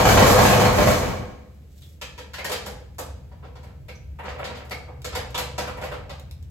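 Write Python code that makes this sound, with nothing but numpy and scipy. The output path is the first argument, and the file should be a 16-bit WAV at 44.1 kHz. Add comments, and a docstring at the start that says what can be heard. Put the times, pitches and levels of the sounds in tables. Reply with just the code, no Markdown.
"""A hard, ringing storage corridor, where a corrugated steel roll-up door is pulled down.
Random impacts through ringing modes make its slats rattle; shaped noise booms in surges until it settles.
A leather bag rubs on cloth, then short bursts of touches ring the latch, padlock and keys as the door is locked.
Ventilation, made of shaped noise, rumbles, drones and hisses throughout."""
import sys
import numpy as np
from scipy import signal
from scipy.fft import rfft, irfft
from scipy.io import wavfile
from scipy.ndimage import uniform_filter1d

SR = 44100
rng = np.random.default_rng(int(sys.argv[2]) if len(sys.argv) > 2 else 0)


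def inscribe(sig):
    """Save sig as 16-bit PCM at rate SR to the path in sys.argv[1].

    A 1-D sig is mono; a 2-D sig holds one channel per row.
    Samples are clipped to [-1, 1] before scaling.
    """
    pcm = np.round(np.clip(np.atleast_2d(sig).T, -1, 1) * 32767)
    wavfile.write(sys.argv[1], SR, pcm.astype(np.int16))


N = 286650
TIME = np.arange(N) / SR   # seconds

# The hardest knocks of slats going over the drum.
# Each row: time in seconds, relative knock level in dB, pitch the sheet rings at in Hz, relative ring level in dB.
KNOCKS = [(0.053, -3.5, 500, -15.5), (0.089, -3.5, 499, -15.5), (0.14, -14, 1130, -24),
          (0.174, -2, 512, -20.5), (0.2, -7.5, 616, -16.5), (0.225, -5.5, 700, -30), (0.265, -8, 800, -25),
          (0.3, -9, 1110, -29.5), (0.383, -5.5, 1112, -18), (0.42, -10, 456, -17.5),
          (0.453, -5, 675, -22.5), (0.53, -7, 499, -18.5), (0.575, -11, 493.4, -12.5), (0.6, -9, 518, -19),
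          (0.655, -7.5, 489, -22), (0.784, -10, 597.3, -11.5), (0.812, -12.5, 616, -29),
          (0.873, -7, 512.5, -21.5), (0.908, -14.5, 500, -25.5), (1.033, -19, 505, -32),
          (1.09, -27.5, 795, -33), (1.199, -47, 510, -42)]
# Ringing of the latch plate and the panel behind it.
# Each row: pitch in Hz, width in Hz, level in dB over the broad clack.
LATCH_MODES = [(497.5, 36, 17.5), (584, 95, 4), (742, 61, 0.5), (954, 12, -1), (1300, 40, -7),
               (1910, 29, 1), (2246, 75, -3.5), (4730, 250, -5)]
# How the corridor echoes.
# Each row: frequency in Hz, time to fade by 60 dB in seconds, left-right likeness (1 is identical).
CORRIDOR = [(60.5, 0.21, 0.99), (100, 0.5, 0.98), (153.6, 0.99, 0.85), (300, 0.86, 0.61), (546, 0.74, 0.25),
            (1210, 0.58, 0.42), (2400, 0.61, 0.05), (6700, 0.48, 0), (12700, 0.24, 0)]


def door(count=3):
    """The tall curtain sounds from several heights at once; one edge squeals and the whole sheet booms in surges."""
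    # Broad colour of the boom. Each row: frequency in Hz, relative level in dB per Hz.
    boom_colour = [(15, -39.5), (28, -17), (42, -2), (60, -0.5), (95, 4.5), (122, 3), (160, -7), (200, 0),
                   (270, -8.5), (330, -11.5), (450, -33), (700, -77)]
    # The loose curtain buckles as it unrolls. Each row: peak time in seconds, relative peak level in dB.
    surge_rows = [(.075, -14.5), (.145, -12.5), (.19, -13.5), (.235, -14), (.31, -15), (.4, -13.5),
                  (0.444, -16.5), (.49, -21), (.565, -15.5), (.635, -17), (.675, -14), (.735, -21.5),
                  (.8, -14.5), (.88, -11), (1.0, -28), (1.11, -24), (1.21, -24.5)]
    squeal_hz, squeal_width_hz, surge_width_s = 6535, 40, 0.021
    boom_db, boom_follows, surge_db = -10.5, 0.66, -6.5   # a power below 1 lets the boom linger

    rattle = sum(slats(KNOCKS[k::count]) for k in range(count))
    low_hz, high_hz = squeal_hz - squeal_width_hz / 2, squeal_hz + squeal_width_hz / 2
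    edge = rms_one(band(diffuse_noise(size=N), low_hz, high_hz))
    squeal = squeal_gain() * edge
    flexing = steadied(colour(diffuse_noise(size=N), boom_colour), window_s=0.022)
    surges = sum(from_db(db) * np.exp(-.5 * ((TIME - s) / surge_width_s) ** 2) for s, db in surge_rows)
    boom_gain = np.hypot(from_db(boom_db) * motion() ** boom_follows, from_db(surge_db) * surges)
    return rattle + sheet() + squeal + boom_gain * flexing


def slats(knock_rows):
    """One stretch of the curtain: its slats rattle and knock, their edges scrape in the guides."""
    # Broad colour of the clatter. Each row: frequency in Hz, relative level in dB per Hz.
    clatter_colour = [(40, -47), (120, -12), (220, -6), (350, -2), (550, -3), (850, -3), (1300, -6.5),
                      (2000, -8), (3200, -15), (5000, -16.5), (13000, -33.5), (16000, -28.5)]
    # Ringing of the steel curtain. Each row: pitch in Hz, width in Hz, level in dB over the broad clatter.
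    door_modes = [(196.3, 21.5, 9), (504, 20.5, 13), (598, 19, 4), (663, 230, 3.5), (933, 23, -9),
                  (768, 9.5, -4), (1075, 83, -2), (1070, 50, -2), (1248, 18, 4), (1606, 110, -2.5),
                  (2273, 110, 2), (3010, 130, -1), (4160, 160, -2.5), (6100, 35, 8), (6500, 50, 5.5)]
    # Hiss of the slat edges. Each row: frequency in Hz, relative level in dB per Hz.
    scrape_colour = [(1500, -25), (3500, 0), (6500, 0), (13000, -5), (16000, -14)]
    rattle_db, scrape_db = -7.5, -14.5   # relative to the motion
    scrape_follows = 1.35   # a power above 1: the scrape fades faster than the rattle as the door slows
    catch_scrape_db = 3   # a catching edge also scrapes harder: relative to its squeal

    moving = motion()
    blows = from_db(rattle_db) * moving * grains(per_s=60, spread_db=3)
    for s, db, _, _ in knock_rows:
        add(blows, s, from_db(db + 23.0) * chatter(length_s=0.0038, per_s=4000))
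    clatter = np.std(blows) * rms_one(resonate(colour(blows, clatter_colour), door_modes))
    catching = from_db(catch_scrape_db) * squeal_gain()
    scrape_gain = np.hypot(from_db(scrape_db) * moving ** scrape_follows, catching)
    scrape = scrape_gain * colour(grains(per_s=980, spread_db=21.5), scrape_colour)
    return corridor(clatter + scrape, direct_db=-8.5, early_db=-24.0, early_s=0.019, lag_ms=-.1)


def squeal_gain():
    """A slat edge catches in its guide for a moment, several times."""
    # Each row: start in seconds, length in seconds, level in dB.
    catches = [(.09, 0.016, -34.5), (.28, 0.0067, -33.5), (.42, 0.056, -36), (.85, 0.083, -43)]
    return strokes(catches, attack_s=0.025, release_s=0.064)


def sheet():
    """The hanging sheet keeps changing shape, so each hard knock leaves it ringing at a different pitch."""
    attack_s, t60_s = 0.0055, 0.33   # t60: time to fade by 60 dB
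    track, age = np.zeros(N), TIME[:SR]
    envelope = (1 - np.exp(-age / attack_s)) * from_db(-60 * age / t60_s)
    for s, _, hz, db in KNOCKS:
        add(track, s, from_db(db) * envelope * np.sin(2 * np.pi * (hz * age + rng.random())))
    return corridor(track, direct_db=3, early_db=1, early_s=0.018, lag_ms=0)


def motion():
    """How hard the door is moving, as a gain; nothing once it has settled."""
    # The vigour of the door's travel. Each row: time in seconds, level in dB.
    travel = [(0.0, -14), (0.036, -23), (0.058, -13.5), (0.162, -16), (0.174, -12.5), (0.302, -14.5),
              (0.654, -17.5), (0.734, -20.5), (0.798, -17), (0.916, -18.5), (0.978, -25.5), (1.046, -24),
              (1.578, -71), (1.62, -80)]
    return from_db(in_time(travel)[0]) * (TIME < travel[-1][0])


def latch(count=2):
    """Every contact shakes both lock and door, each heard by a path of its own; the bolt grinds in small slips."""
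    # The bolt dragging in its sleeve. Each row: start in seconds, length in seconds, relative level in dB.
    drags = [(2.37, 0.12, -42), (4.245, 0.055, -32.5), (4.39, 0.035, -26.5), (4.51, 0.098, -36.5),
             (5.81, 0.06, -33)]
    grit = rms_one(band(grains(per_s=170, spread_db=10.0), 490, 2700, order=4))
    slips = from_db(-10.5) * strokes(drags, attack_s=0.025, release_s=0.023) * grit
    grind = corridor(resonate(slips, LATCH_MODES), direct_db=-4.5, early_db=-1, early_s=0.024, lag_ms=0.12)
    knocks = sum(contacts() for _ in range(count)) / np.sqrt(count)
    return grind + knocks + squeaks() + keys()


def contacts():
    """Each contact thuds through the door panel, clacks and rings; the parts take separate paths to the ear."""
    # Metal contacts. Each row: time in seconds, part struck, then relative levels in dB of the clack,
    # the door-panel thud and the bright clink, and extra ring of the panel's lowest mode in dB.
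    contact_rows = [ (1.82, "buckle", -59, -79.5, -77.5, -2), (2.014, "keeper", -29.5, -44, -41, 1),
                    (2.179, "hasp", -34, -41, -48.5, 11), (2.335, "staple", -31.5, -50, -42, -19),
                    (2.382, "bolt", -33.5, -36.5, -46, -24), (2.445, "staple", -26.5, -34, -31, -4),
                    (2.4945, "padlock", -30, -27.5, -35, 7), (2.517, "hasp", -23, -34.5, -29.5, -4),
                    (2.661, "hasp", -35.5, -33, -36.5, -5), (2.984, "plate", -35, -32, -32, -3),
                    (3.314, "staple", -58, -49.5, -84, -11), (3.426, "bracket", -52, -42.5, -82, 0),
                    (3.443, "hasp", -52, -46.5, -82, 0), (3.555, "hasp", -47, -44.5, -66, 5),
                    (3.631, "padlock", -50.5, -47.5, -57, -16), (3.674, "bracket", -57, -52, -77, -2),
                    (3.883, "bolt", -42.5, -42, -51, -7), (4.188, "plate", -35.5, -41, -56.5, -2),
                    (4.236, "plate", -37, -38, -56, -5), (4.253, "staple", -39.5, -38, -62, -2),
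                    (4.286, "staple", -36.5, -45, -56, 12), (4.325, "plate", -46, -42, -65, -4),
                    (4.387, "bracket", -40, -34, -52, -6), (4.4426, "hasp", -30, -37.5, -47, -6),
                    (4.48, "panel", -38, -49, -64, 7), (4.493, "plate", -52, -40, -62, -13),
                    (4.55, "hasp", -40.5, -58, -63, -8), (4.568, "keeper", -45, -44.5, -55, -8),
                    (4.649, "plate", -57, -50, -55, 1), (4.709, "bolt", -31.5, -33.5, -40, -4),
                    (4.879, "plate", -55, -40, -73, -8), (5.045, "key", -28, -33.5, -38.5, 8),
                    (5.124, "hasp", -35, -38, -62, -13), (5.1515, "padlock", -24, -28, -34, -2),
                    (5.345, "shackle", -28, -32, -45, -12), (5.378, "padlock", -23.5, -28.5, -28, -2),
                    (5.5801, "padlock", -24, -26, -34.5, -7.5), (5.672, "bracket", -33.5, -32, -44.5, -2),
                    (5.77, "plate", -37.5, -38.5, -51, -2), (5.814, "padlock", -38.5, -34.5, -46, -8),
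                    (5.838, "hasp", -37.5, -39.5, -43, -8), (5.914, "bracket", -35, -31, -49, -1),
                    (5.939, "staple", -42.5, -44, -59, -5), (6.095, "hasp", -36, -38, -52, -25)]
    # Metal parts of door, lock and bag. Each row: pitch in Hz, ring in dB relative to the clack (before a
    # shared lift), chatter length in seconds, top of the sound in Hz.
    parts = {"panel": (240, 0, 0.03, 5000), "plate": (956, -3, 0.006, 3000), "bolt": (2220, 1, 0.005, 6000),
             "hasp": (3420, -14, 0.005, 12000), "staple": (1650, -6, 0.005, 9000),
             "bracket": (1300, -1, 0.008, 4000), "keeper": (2860, -7, 0.004, 12000),
             "padlock": (3100, -27, 0.006, 12000), "key": (7300, -12, 0.005, 14000),
             "shackle": (3350, -1.4, 0.003, 12000), "buckle": (3500, 8, .003, 6000)}
    # Low ringing of the shaken curtain. Each row: pitch in Hz, width in Hz, level in dB over the blow.
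    shudder_modes = [(202.6, 18, 12), (264, 25, 9.5), (312, 11.4, 8)]
    mode_shift = 0.018   # the hand's pressure moves the pitches from blow to blow, as a share

    body, rings, clinks = np.zeros((3, N))
    for s, part, clack_db, thud_db, clink_db, panel_db in contact_rows:
        hz, ring_db, length_s, top_hz = parts[part]
        burst = chatter(length_s, per_s=2400, first_touch=.45, bite=.7)
        modes = []
        for k, (f, width, db) in enumerate(LATCH_MODES):
            shifted_hz = f * (1 + mode_shift * rng.standard_normal())
            modes.append((shifted_hz, width, db + panel_db * (k == 0)))
        plate = resonate(burst, modes)
        thud = from_db(thud_db + 30.5) * unit_energy(band(plate, 370, 1090))
        clack = from_db(clack_db + 26.0) * unit_energy(band(plate, 1114, 4730))
        tone = from_db(clack_db + ring_db + 29.5) * ring(burst, hz, q=7, overtone=1.74, overtone_db=-14.5)
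        # the loose curtain shakes with every push
        shaken = resonate(band(burst, 104, 326), shudder_modes)
        shudder = from_db(thud_db + 21.0) * unit_energy(shaken)
        add(body, s, band(thud - clack + shudder, 81, top_hz, order=4))
        add(rings, s, band(tone, 81, top_hz, order=4))
        add(clinks, s, from_db(clink_db + 27.0) * unit_energy(band(plate, 2900, 12400)))
    return (corridor(body, direct_db=-11, early_db=-1.0, early_s=0.025, lag_ms=.136)
            + corridor(rings, direct_db=-12, early_db=10, early_s=0.024, lag_ms=.136)
            + corridor(clinks, direct_db=-8.0, early_db=-3.5, early_s=0.016, lag_ms=0.14))


def ring(burst, hz, q, overtone, overtone_db):
    """A small part rings at its own pitch and at one inharmonic overtone."""
    low, high = (signal.lfilter(*signal.iirpeak(min(f, SR / 2 - 1000), q, fs=SR), burst + 1e-18)
                 for f in (hz, hz * overtone))
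    return unit_energy(low) + from_db(overtone_db) * unit_energy(high)


def chatter(length_s, per_s, first_touch=1.72, bite=0.1):
    """One contact: a first touch, then the parts bite (over a share of the length) and rebound in a dying burst."""
    age = TIME[:SR // 4] / max(length_s, .002)
    touches = rng.standard_normal(len(age)) * (rng.random(len(age)) < per_s / SR)
    burst = touches * (1 - np.exp(-age / bite)) * np.exp(-age)
    burst[0] = first_touch
    return unit_energy(burst)


def squeaks():
    """Each slip of tight steel in the latch is one short, rough, slightly rising chirp."""
    # Each row: start in seconds, length in seconds, middle pitch in Hz, relative level in dB.
    squeak_rows = [(3.95, 0.015, 5950, -48), (5.063, .012, 7100, -44)]
    glide, rough = 0.089, 0.06   # rise in pitch over one squeak and random waver, as shares of the pitch
    track = np.zeros(N)
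    for s, length_s, hz, db in squeak_rows:
        progress = np.linspace(0, 1, int(length_s * SR))
        waver = rms_one(uniform_filter1d(rng.standard_normal(len(progress)), size=16))
        pitch = hz * (1 + glide * (progress - .5) + rough * waver)
        swell = np.sin(np.pi * progress)
        add(track, s, from_db(db) * swell * np.sin(2 * np.pi * np.cumsum(pitch) / SR))
    return corridor(track, direct_db=-3, early_db=-1, early_s=0.027, lag_ms=0)


def keys():
    """Keys touch on their ring, close by: tiny bright ticks that hardly stir the corridor."""
    # Each row: time in seconds, relative level in dB.
    ticks = [(2.947, -39), (4.697, -21), (5.019, -21.5), (5.306, -23), (6.197, -22.5), (6.3116, -19.5),
             (6.427, -30)]
    track = np.zeros(N)
    for s, db in ticks:
        tick = band(chatter(length_s=0.0019, per_s=4000), 1500, 7600, order=1)
        add(track, s, from_db(db) * unit_energy(tick))
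    return corridor(track, direct_db=-1, early_db=8.5, early_s=0.014, lag_ms=.136)


def bag():
    """Leather slides over cloth as the bag swings round: many tiny catches, shaped in colour and level."""
    # The bag brushing against clothes. Each row: time in seconds, level in dB.
    brush = [(1.4, -79), (1.52, -73), (1.66, -74), (1.8, -56), (1.9, -60.5), (1.97, -70), (2.1, -99)]
    # Colour of the rub. Each row: frequency in Hz, relative level in dB per Hz.
    leather = [(600, -13), (1500, -15), (3200, 3), (7000, 2.5), (12000, -1.5), (16000, -2)]
    rub = from_db(in_time(brush)[0]) * colour(grains(per_s=2400, spread_db=9.5), leather)
    return corridor(rub, direct_db=-3.5, early_db=21.5, early_s=0.012, lag_ms=0)


def ventilation():
    """Air rumbles and drones unevenly in the ducts, with a faint hiss above."""
    # The slow drift in level. Each row: time in seconds, rumble in dB, higher drone in dB.
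    vent_level = [(1.35, -44.5, -52), (1.7, -45.5, -54.5), (3.3, -42, -48), (4.7, -42, -47.5),
                  (5.5, -38.5, -43), (6.5, -41, -47.5)]
    # Brief swells of the rumble. Each row: start in seconds, length in seconds, level in dB.
    swells = [(2.72, 0.037, -40), (3.11, 0.032, -35.5), (4.09, 0.04, -35.5), (4.3, 0.034, -38),
              (5.14, 0.046, -36), (6.33, 0.13, -39)]
    # Colour of the rumble. Each row: frequency in Hz, relative level in dB per Hz.
    rumble_colour = [(20, -29), (35, -17.5), (47, -9.5), (57, -1.5), (74, -4.5), (90, -0.5), (105, -17),
                     (170, -33), (400, -87.5)]
    # The duct's own note. Each row: pitch in Hz, width in Hz, level in dB over the rumble.
    duct_modes = [(72.2, 5.7, 11.5)]
    # Colour of the faint hiss. Each row: frequency in Hz, relative level in dB per Hz.
    hiss_colour = [(40, -30.5), (110, -9), (170, 9), (260, -1.5), (500, -5), (1000, -22), (2200, -20),
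                   (5000, -26.5), (12000, -32), (16000, -30.5)]

    rumble_db, drone_db = in_time(vent_level)
    flow = np.hypot(from_db(rumble_db), strokes(swells, attack_s=0.032, release_s=0.029))
    duct = resonate(colour(diffuse_noise(size=N), rumble_colour), duct_modes)
    rumble = flow * steadied(duct, window_s=0.067)
    drone = from_db(drone_db) * steadied(band(diffuse_noise(size=N), 112, 143), window_s=0.39)
    hiss = from_db(-55.5) * colour(diffuse_noise(size=N), hiss_colour)
    return rumble + drone + hiss


def corridor(x, direct_db, early_db, early_s, lag_ms):
    """Direct sound and echoes; with a lag above 0 the left ear hears the direct sound later."""
    echo, lag = echoes(early_db, early_s), round(lag_ms * SR / 1000)
    echo[0, max(lag, 0)] += from_db(direct_db)
    echo[1, max(-lag, 0)] += from_db(direct_db)
    echo = echo / np.sqrt(1 + from_db(2 * direct_db))   # keeps the overall level about the same
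    running = np.pad(x, (SR, 0), "reflect")   # a sound already under way has filled the corridor
    return signal.fftconvolve(running[None], echo, axes=1)[:, SR:SR + N]


def echoes(early_db, early_s):
    """One path: a dense spray off the near steel walls and a tail that dies band by band; energy 1 per ear."""
    t = TIME[:SR]
    hz = np.fft.rfftfreq(SR, 1 / SR)
    noise, centres = rfft(diffuse_noise(size=SR)), np.log(np.array(CORRIDOR)[:, 0])
    echo = 0
    for share, (_, t60, _) in zip(np.eye(len(CORRIDOR)), CORRIDOR):
        part = irfft(noise * np.interp(np.log(hz + 1), centres, share), SR)
        echo = echo + part * (from_db(-60 * t / t60) + from_db(early_db) * np.exp(-t / early_s))
    # bare walls favour no pitch: the broad response is even
    response = rfft(echo)
    power = uniform_filter1d(np.mean(abs(response) ** 2, axis=0), size=70)
    even = irfft(response / np.sqrt(power), SR)
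    # soft onset, and a fade to nothing over the last half second
    even = even * (1 - np.exp(-t / 0.00098)) * np.minimum(1, 4 * (1 - t) ** 2)
    return rms_one(even) / np.sqrt(SR)


def diffuse_noise(size):
    """White noise from all around: alike in both ears in the bass, unrelated in the treble."""
    alike = np.clip(at_hz(CORRIDOR, np.fft.rfftfreq(size, 1 / SR))[1], -1, 1)
    mid, side = rfft(rng.standard_normal((2, size)))
    return irfft(np.sqrt((1 + alike) / 2) * mid + np.sqrt((1 - alike) / 2) * side * [[1], [-1]], size)


def grains(per_s, spread_db):
    """Random tiny impacts of uneven size; rms 1."""
    sizes = from_db(spread_db * np.clip(rng.standard_normal(N), -2, 2)) * rng.choice([-1, 1], N)
    return rms_one(sizes * (rng.random(N) < per_s / SR))


def resonate(x, modes):
    """A steel part passes the blow on and rings at its modes."""
    out = x.copy()
    for hz, width_hz, db in modes:
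        r = np.exp(-np.pi * width_hz / SR)   # a narrower mode rings longer
        top = np.array([1, 0, -1]) * (1 - r * r) / 2
        bottom = [1, -2 * r * np.cos(2 * np.pi * hz / SR), r * r]
        out += from_db(db) * signal.lfilter(top, bottom, x + 1e-18)
    return out


def strokes(rows, attack_s, release_s):
    """Gain of a series of rubs: each builds up to its start, holds and dies away."""
    gain = np.zeros(N)
    for s, length_s, db in rows:
        before, after = np.minimum(TIME - s, 0), np.maximum(TIME - s - length_s, 0)
        gain += from_db(db) * np.exp(before / attack_s - after / release_s)
    return gain


def steadied(x, window_s):
    """Even out the slow level of a noise; rms about 1."""
    return x / np.sqrt(uniform_filter1d(np.mean(x ** 2, axis=0), int(window_s * SR)) + 1e-9)


def colour(x, spectrum):
    """Shape a sound by a spectrum; rms 1."""
    hz = np.fft.rfftfreq(N, 1 / SR)
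    return rms_one(irfft(rfft(x) * from_db(at_hz(spectrum, hz)[0]), N))


def band(x, low_hz, high_hz, order=2):
    """Keep only the sound between two frequencies."""
    sos = signal.butter(order, [low_hz, min(high_hz, SR / 2 - 1000)], "band", fs=SR, output="sos")
    return signal.sosfilt(sos, x + 1e-18)


def add(track, s, sound):
    """Mix a short sound into a track at a given time in seconds."""
    start = max(int(s * SR), 0)
    track[start:start + len(sound)] += sound[:N - start]


def in_time(rows):
    """Each column of a curve at every sample."""
    s, *columns = np.transpose(rows)
    return [np.interp(TIME, s, c) for c in columns]


def at_hz(points, hz):
    """Each column of a frequency table, read on a log axis."""
    f, *columns = np.transpose(points)
    return [np.interp(np.log(np.maximum(hz, 1)), np.log(f), c) for c in columns]


def from_db(db):
    """Decibels to gain."""
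    return 10 ** (np.asarray(db) / 20)


def rms_one(x):
    """Scale to rms 1."""
    return x / np.sqrt(np.mean(x ** 2) + 1e-20)


def unit_energy(x):
    """Scale a short sound to energy 1."""
    return x / (np.linalg.norm(x) + 1e-12)


def microphones(x):
    """In the treble the two channels merge: the right becomes a late, inverted copy of the left."""
    # The microphone pair. Each row: frequency in Hz, share of the left signal that the right carries
    # late and inverted, left minus right in dB.
    pair = [(2570, 0.016, 0.3), (4730, 0.011, -0.6), (6250, 0.39, -3), (7300, 0.7, -0.5), (9200, 1, 1),
            (15000, 0.71, 0.5)]
    lag_s = 0.000208
    hz = np.fft.rfftfreq(N, 1 / SR)
    share, balance_db = at_hz(pair, hz)
    share = np.clip(share, 0, 1)
    left, right = rfft(x)
    late_left = left * np.exp(-2j * np.pi * hz * lag_s)
    right = np.sqrt(1 - share ** 2) * right - share * late_left
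    return irfft(np.array([left * from_db(balance_db / 2), right * from_db(-balance_db / 2)]), N)


def scene():
    """Door, latch and bag over the ventilation."""
    return door() + latch() + bag() + ventilation()


def record(dry):
    """The microphone drops the deepest bass and lifts the high treble, peaks are rounded and the top is cut."""
    thinned = signal.sosfilt(signal.butter(2, 28, "high", fs=SR, output="sos"), microphones(dry))
    bright = thinned + from_db(-6.5) * band(thinned, 12000, 14000, order=1)
    rounded = 1.3 * np.tanh(bright / 1.3)
    return signal.sosfilt(signal.ellip(10, .1, 90, 15800, fs=SR, output="sos"), rounded)   # cut at 15800 Hz


dry = scene()
out = record(dry)
inscribe(out)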